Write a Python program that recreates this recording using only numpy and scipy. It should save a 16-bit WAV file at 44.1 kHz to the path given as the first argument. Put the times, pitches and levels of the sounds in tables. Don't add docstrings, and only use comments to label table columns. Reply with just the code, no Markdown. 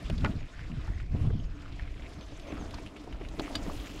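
import sys
import numpy as np
from scipy import signal
from scipy.io import wavfile
from scipy.ndimage import uniform_filter1d

SR = 44100
rng = np.random.default_rng(int(sys.argv[2]) if len(sys.argv) > 2 else 0)


def dump(signal):
    limited = np.clip(np.atleast_2d(signal).T, -1, 1)
    pcm = np.round(limited * 32767).astype(np.int16)
    wavfile.write(sys.argv[1], SR, pcm)


N = 176400

# (time [s], relative level [dB], starting pitch [Hz])
BIRD_CHIRPS = [(.372, -67, 7100), (.505, -69, 7060), (.825, -75, 6800), (.915, -68, 6850),
               (1.375, -68, 6900), (1.432, -71, 7040), (1.53, -70, 6800), (2.132, -67, 6700),
               (2.199, -63, 6600), (2.262, -72, 6550), (2.328, -69, 6700), (2.398, -67, 6650),
               (2.463, -61, 6700), (2.581, -57.5, 6800)]
# (time [s], level [dB])
WIND_LEVELS = [(0, -38), (.15, -33.5), (.3, -42), (.43, -33.5), (.5, -53), (.58, -39), (.7, -40),
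               (.95, -34.5), (1.08, -36.5), (1.17, -28.5), (1.45, -31.5), (1.6, -44), (1.83, -36),
               (2.2, -46), (2.45, -44.5), (2.68, -39), (2.88, -45.5), (2.94, -57), (3.13, -39),
               (3.28, -39.5), (3.4, -40), (3.5, -46), (3.62, -36), (3.8, -39), (3.88, -48), (4, -40.5)]
# (time of peak [s], relative level [dB], length [s])
WIND_PUFFS = [(0.124, -27.5, 0.034), (0.205, -34, 0.05), (0.248, -26.5, 0.04), (0.301, -25, 0.012),
              (0.36, -31, 0.021), (0.726, -35, 0.053), (0.783, -31.5, 0.02), (0.903, -33, 0.026),
              (1.126, -30.5, 0.021), (1.153, -24, 0.018), (1.266, -24.5, 0.046), (1.349, -26, 0.021),
              (1.393, -35, 0.025), (2.187, -41, 0.016), (2.333, -39.5, .02), (2.543, -38.5, 0.021),
              (2.61, -38.5, .044), (2.862, -40.5, 0.018)]
# (time [s], peak level [dB], pitch [Hz])
LOW_THUMPS = [(.172, -25, 70), (0.227, -25, 84.4), (0.298, -29, 70), (.348, -25.5, 76), (0.896, -25, 65),
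              (0.952, -23, 63), (1.024, -30, 81), (1.143, -23, 73), (1.207, -17, 91), (1.248, -20.5, 109),
              (1.275, -29, 127), (1.332, -23, 87), (1.815, -29, 54), (3.385, -37, 79), (3.557, -36, 89),
              (3.79, -35, 59.7)]
# (time [s], relative swish level [dB], relative hiss level [dB])
GRASS_LEVELS = [(0, -49, -65), (.26, -49.5, -63), (.36, -53, -74), (.62, -53, -72), (1.0, -53.5, -72),
                (1.08, -59, -82), (1.22, -53.5, -65.5), (1.5, -57, -99), (1.75, -53, -96),
                (1.93, -56.5, -71), (2.03, -53, -66), (2.35, -52.5, -66), (2.52, -52, -62.5),
                (2.8, -51.5, -62), (3.15, -56.5, -77), (3.36, -58, -59), (3.42, -62, -55.5),
                (3.53, -46, -59.5), (3.75, -50.5, -52.5), (4, -48.5, -56.5)]
# (time of peak [s], level [dB], length [s], pitch [Hz])
GRASS_TUFTS = [(0.434, -59, 0.1, 2150), (0.62, -52, 0.065, 1940), (0.845, -60.5, 0.13, 1210),
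               (1.006, -59, 0.055, 2010), (1.26, -62.5, 0.12, 1010), (1.631, -58.5, 0.17, 1300),
               (1.805, -60, 0.28, 2210), (2.066, -57, 0.032, 2160), (2.513, -53.5, 0.099, 2280),
               (2.57, -53.5, 0.09, 1250), (2.875, -56, 0.046, 2880), (3.257, -60, 0.19, 2430),
               (3.435, -48.5, 0.086, 2130), (3.86, -55, 0.32, 2650)]
# (time [s], level [dB], pitch [Hz])
HOLLOW_GLIDE = [(.72, -69, 1492), (.82, -63, 1690), (.9, -62, 1812), (1.0, -60, 1950), (1.08, -68, 2300),
                (1.17, -65, 2690), (1.27, -62, 3190), (1.34, -67, 3263), (1.45, -62, 2860),
                (1.6, -88, 2360)]
# (time [s], level [dB], pitch [Hz])
STALK_SNAPS = [(0.1, -42, 2940), (0.18, -47, 4100), (.2094, -51, 3620), (.362, -57.5, 4170),
               (0.592, -47, 1880), (0.7167, -50.5, 2550), (0.878, -45.5, 1200), (0.977, -53, 1980),
               (1.001, -52, 2300), (1.15, -45.5, 765), (1.266, -55.5, 3230), (1.25, -48.5, 900),
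               (1.302, -49, 1220), (1.724, -55.5, 3800), (1.7953, -45, 2000), (1.876, -51, 2190),
               (1.9956, -52.5, 1960), (2.022, -53, 2980), (2.21, -51.5, 3700), (2.398, -52.5, 3700),
               (2.507, -50.5, 2420), (2.524, -44, 760), (2.57, -48, 1420), (2.622, -51.5, 1320),
               (2.709, -50.5, 3800), (2.7389, -44.5, 1100), (2.743, -46.5, 4470), (2.785, -44, 970),
               (2.8628, -47, 2820), (2.964, -49.5, 2740), (3.075, -41.5, 770), (3.126, -48, 2600),
               (3.213, -52, 2240), (3.25, -50.5, 2560), (3.2869, -52.5, 3800), (3.39, -51, 3800),
               (3.3967, -41, 3700), (3.4587, -53, 1790), (3.478, -44, 1150), (3.698, -39, 1070),
               (3.7994, -49, 3330), (3.8705, -46.5, 2400), (3.9577, -51, 2840)]
# (time [s], level [dB])
BRIGHT_TICKS = [(.0987, -54), (0.2467, -57.5), (.362, -78), (1.003, -69), (2.397, -61), (2.675, -72),
                (2.709, -61), (2.746, -60), (2.863, -63), (2.967, -62), (3.015, -69), (3.042, -65),
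                (3.125, -65.5), (3.2873, -57), (3.3958, -52), (3.5542, -43), (3.5565, -47.5)]
# (time [s], relative level [dB])
TYRE_LEVELS = [(0, -51.5), (.2, -51), (.27, -38), (.4, -57), (.68, -57.5), (.85, -51.5), (1.07, -64.5),
               (1.16, -48.5), (1.45, -57.5), (1.95, -56.5), (2.05, -49.5), (2.42, -55), (2.52, -41.5),
               (2.72, -47.5), (3.0, -50), (3.36, -48), (3.4, -42.5), (3.5, -43), (3.69, -39.5), (3.77, -49),
               (4, -49.5)]
# (pitch [Hz], width [Hz], relative level [dB])
TYRE_NOTES = [(289.7, 24.4, -51.5), (683, 95, -60), (1051, 52, -70)]

# (frequency [Hz], relative level per Hz [dB])
RUMBLE_TONE = [(20, 2), (30, 2.5), (55, 1.5), (75, -4), (110, -8.5), (160, -15.5), (240, -30.5),
               (400, -31.5), (800, -71), (1600, -78)]
PUFF_TONE = [(40, 2.5), (70, -3.5), (100, 1.5), (140, -0.5), (200, -5.5), (280, -12.5), (400, -22.5),
             (800, -38), (1600, -44)]
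SWISH_TONE = [(500, -15), (1000, 5), (1600, 5), (2400, 5.5), (3400, 2), (4600, -1.5), (6500, -9),
              (9000, -22.5), (15000, -52)]
HISS_TONE = [(2500, -29), (4500, 2.5), (7000, 0), (9000, -5.5), (11500, -6), (13500, -17), (15500, -43)]
SIZZLE_TONE = [(7000, 13), (10000, -11), (13000, 16), (15500, -9)]
PATTER_TONE = [(60, -23), (160, 0.5), (250, 6.5), (370, -2), (460, 2.5), (800, -10.5), (1300, -13),
               (2000, -28.5), (4000, -66)]

# (time [s], level [dB])
FRAME_THUDS = [(.0987, -34), (.2435, -35.5), (.251, -32), (1.1464, -43), (1.9955, -48), (2.3222, -47),
               (2.46, -61), (2.506, -43), (3.124, -53), (3.2116, -37.5), (3.3958, -28), (3.408, -37)]
CHAIN_SLAPS = [(.22, -53), (.234, -50), (.2425, -48), (.2472, -27), (.2495, -33), (.2555, -34),
               (.2605, -36.5), (.2655, -41), (.5935, -69), (1.0006, -48), (1.7953, -48.5), (1.8223, -55)]
METAL_CLACKS = [(.0987, -52), (.179, -64), (3.3958, -43), (3.5502, -48), (3.5534, -31), (3.5555, -35),
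                (3.5578, -48), (3.5605, -54), (3.567, -48)]
# (pitch [Hz], relative level [dB], time to fade by 60 dB [s])
FRAME_NOTES = [(314.3, -12, 0.11), (440, 3, 0.0068), (538, -4, 0.008), (720, -14.5, 0.0066),
               (870, -12.5, 0.0027), (980, -42, 0.0493)]
CHAIN_NOTES = [(407, -4, .06), (608, -13, 0.078), (870, -3.5, .06), (1055, -14, .06), (1170, -10, 0.045),
               (1288, -4.5, 0.056), (1435, 1.5, 0.056), (1716, -4, 0.075), (1790, -9, 0.022),
               (2020, 7.5, 0.028), (2380, -9, 0.06), (2800, -18, 0.037)]
METAL_NOTES = [(860, -5, .025), (1237, -4, 0.046), (1630, 2, 0.019), (2995, 0.5, .04), (3390, -4, 0.044),
               (3700, 11, 0.012), (3894, -6, 0.028), (4300, 8, 0.021), (4350, -2, 0.018), (4630, -5, 0.022),
               (4770, 2, 0.053), (5350, -11, .035), (5700, -21, 0.032), (8350, -13, .03)]


def from_db(db):
    return 10 ** (np.asarray(db) / 20)


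def rms_one(x):
    return x / np.sqrt(np.mean(x ** 2) + 1e-20)


def unit_attack(x):
    return x / np.sqrt(np.mean(x[:int(.006 * SR)] ** 2))


def evened(x, window_s):
    return x / np.sqrt(uniform_filter1d(x * x, int(window_s * SR)) + .05)


def in_time(rows):
    times, *columns = np.transpose(rows)
    return [np.interp(np.arange(N) / SR, times, column) for column in columns]


def swell(s, length):
    return np.exp(-np.minimum(2 * ((np.arange(N) / SR - s) / length) ** 2, 30))


def add(out, s, sound):
    start = int(s * SR)
    out[start:start + len(sound)] += sound[:N - start]


def low_pass(x, hz):
    return signal.sosfilt(signal.butter(2, hz, fs=SR, output="sos"), x)


def resonate(x, hz, width_hz):
    r = np.exp(-np.pi * width_hz / SR)
    feedback = [1, -2 * r * np.cos(2 * np.pi * hz / SR), r * r]
    return signal.lfilter(np.array([1, 0, -1]) * (1 - r * r) / 2, feedback, x)


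def drift(hz):
    step, warm_up = 40, 2000
    r = np.exp(-2 * np.pi * hz * step / SR)
    noise = rng.standard_normal(N // step + warm_up + 2)
    slow = signal.lfilter([1], [1, -2 * r, r * r], noise)[warm_up:]
    return np.interp(np.arange(N) / step, np.arange(len(slow)), rms_one(slow))


def grains(per_s, spread_db):
    sizes = from_db(spread_db * np.minimum(rng.exponential(1, N), 4))
    signs = rng.choice([-1, 1], N)
    happens = rng.random(N) < per_s / SR
    return rms_one(sizes * signs * happens) + 1e-18


def burst(t, fade_s):
    return rng.standard_normal(len(t)) * from_db(-60 * t / fade_s)


def shaped_noise(tone, flicker_db, clicks=0):
    hz, db = np.transpose(tone)
    edges = 15 * 2 ** np.arange(0, 10.6, .5)
    noises, out = rng.standard_normal((2, N)) + clicks, 0
    for k, (low, high) in enumerate(zip(edges, edges[1:])):
        centre, flicker = np.sqrt(low * high), flicker_db * drift(hz=25)
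        if hz[0] / 2 < centre < hz[-1] * 2:
            band_filter = signal.butter(2, [low, high], "band", fs=SR, output="sos")
            band = signal.sosfilt(band_filter, noises[k % 2])
            out = out + band * from_db(np.interp(np.log(centre), np.log(hz), db) + flicker)
    return rms_one(out)


def strikes(knocks, notes, crack_db, crack_hz, crack_s):
    out, t = np.zeros(N), np.arange(SR // 4) / SR
    for s, db in knocks:
        ring = 0
        for hz, note_db, fade_s in notes:
            fade = from_db(note_db + 1.5 * rng.normal() - 60 * t / fade_s)
            ring += fade * rng.choice([-1, 1]) * np.sin(2 * np.pi * hz * t)
        crack = resonate(burst(t, crack_s), crack_hz, crack_hz)
        crack = resonate(crack, crack_hz, crack_hz)
        knock = unit_attack(ring) + from_db(crack_db) * unit_attack(crack)
        add(out, s, from_db(db) * unit_attack(knock))
    return out


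def chirps():
    length_s, fall_hz_per_s = 0.061, 13500
    out, t = np.zeros(N), np.arange(int(length_s * SR)) / SR
    wobble_hz = 39.8 * drift(hz=120)
    for s, db, hz in BIRD_CHIRPS:
        pitch = hz - fall_hz_per_s * t + wobble_hz[int(s * SR):][:len(t)]
        whistle = np.sqrt(2) * np.sin(2 * np.pi * np.cumsum(pitch) / SR)
        add(out, s, from_db(db - 2) * np.hanning(len(t)) * whistle)
    return out


def wind():
    gust_db, = in_time(WIND_LEVELS)
    rumble = evened(shaped_noise(RUMBLE_TONE, flicker_db=1), window_s=0.15)
    lumps = shaped_noise(PUFF_TONE, flicker_db=1.5, clicks=grains(per_s=200, spread_db=5))
    lumps = evened(lumps, window_s=0.015)
    lumps = low_pass(low_pass(lumps, hz=340), hz=340)
    puffs = sum(from_db(db) * swell(s, length) for s, db, length in WIND_PUFFS)
    return from_db(gust_db) * rumble + puffs * lumps


def low_thumps():
    out, t = np.zeros(N), np.arange(SR // 6) / SR
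    rise_s = .009
    pulse = (t / rise_s * np.exp(1 - t / rise_s)) ** 2
    for s, db, hz in LOW_THUMPS:
        add(out, s, from_db(db) * pulse * np.sin(2 * np.pi * hz * t))
    return out


def grass():
    swish_db, hiss_db = in_time(GRASS_LEVELS)
    crackle, clumps = grains(per_s=430, spread_db=9.5), drift(hz=14.3)
    swish = shaped_noise(SWISH_TONE, flicker_db=2.5, clicks=0.31 * crackle)
    swish *= from_db(swish_db - 5 + 1.43 * clumps)
    hiss = shaped_noise(HISS_TONE, flicker_db=4.5, clicks=0.37 * crackle)
    hiss *= from_db(hiss_db - 5 + 0.65 * clumps)
    sizzle = shaped_noise(SIZZLE_TONE, flicker_db=.5, clicks=.4 * crackle)
    sizzle *= from_db(-66.5 + 2.45 * np.minimum(hiss_db + 54, 0))
    soften = signal.butter(8, 12800, fs=SR, output="sos")
    return signal.sosfilt(soften, swish + hiss) + sizzle


def tufts():
    rub = rng.standard_normal(N) + 1.7 * grains(per_s=470, spread_db=4.5)
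    rub = low_pass(rub, hz=8000)
    out = np.zeros(N)
    for s, db, length, hz in GRASS_TUFTS:
        width_hz = 0.53 * hz
        swish = resonate(resonate(rub, hz, width_hz), hz, width_hz)
        out += from_db(db) * swell(s, length) * rms_one(swish)
    return out


def hollow_rustle():
    width_hz = 430
    db, hz = in_time(HOLLOW_GLIDE)
    rub = rng.standard_normal((2, N)) + grains(per_s=360, spread_db=6.5)
    dull_a, dull_b = low_pass(rub, width_hz / 2)
    phase = 2 * np.pi * np.cumsum(hz) / SR
    rustle = dull_a * np.cos(phase) + dull_b * np.sin(phase)
    return from_db(db + 2.5 * drift(hz=17)) * rms_one(rustle)


def stalks():
    out, t = np.zeros(N), np.arange(SR // 12) / SR
    for s, db, hz in STALK_SNAPS:
        splinter = burst(t, fade_s=0.036) + 6 * (t == 0)
        body = low_pass(resonate(splinter, hz, width_hz=0.35 * hz), 0.9 * hz)
        tick = low_pass(resonate(splinter, hz=4530, width_hz=4530), hz=7900)
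        add(out, s, from_db(db) * (unit_attack(body) + from_db(-24) * unit_attack(tick)))
    return out


def bright_ticks():
    out, t = np.zeros(N), np.arange(SR // 12) / SR
    for s, db in BRIGHT_TICKS:
        tick = resonate(burst(t, fade_s=0.029), hz=5360, width_hz=2700)
        add(out, s, from_db(db) * unit_attack(low_pass(tick, hz=12100)))
    return out


def tyres():
    roll_db, = in_time(TYRE_LEVELS)
    taps = 1.46 * grains(per_s=320, spread_db=5.5)
    patter = shaped_noise(PATTER_TONE, flicker_db=3.5, clicks=taps)
    ringing = 0
    for hz, width_hz, db in TYRE_NOTES:
        strength = from_db(db + 1.75 * drift(hz=5.2))
        ringing += strength * rms_one(resonate(rng.standard_normal(N), hz, width_hz))
    ringing_db = 0.67 * (roll_db + 49.5)
    return from_db(roll_db - 1.5) * patter + from_db(ringing_db) * ringing


def bike_rattle():
    thuds = strikes(FRAME_THUDS, FRAME_NOTES, crack_db=-3.5, crack_hz=488, crack_s=0.029)
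    slaps = strikes(CHAIN_SLAPS, CHAIN_NOTES, crack_db=-4, crack_hz=1480, crack_s=0.0076)
    clacks = strikes(METAL_CLACKS, METAL_NOTES, crack_db=-17, crack_hz=3800, crack_s=0.019)
    return low_pass(thuds + slaps, hz=4860) + low_pass(clacks, hz=9100)


def scene():
    rumbling = wind() + low_thumps() + tyres()
    rustling = grass() + tufts() + hollow_rustle() + stalks()
    return (rumbling + rustling + bike_rattle() + bright_ticks() + chirps())[None]


def record(dry):
    top_hz = 15750
    return signal.sosfilt(signal.ellip(12, .1, 80, top_hz, fs=SR, output="sos"), dry)


dry = scene()
out = record(dry)
dump(out)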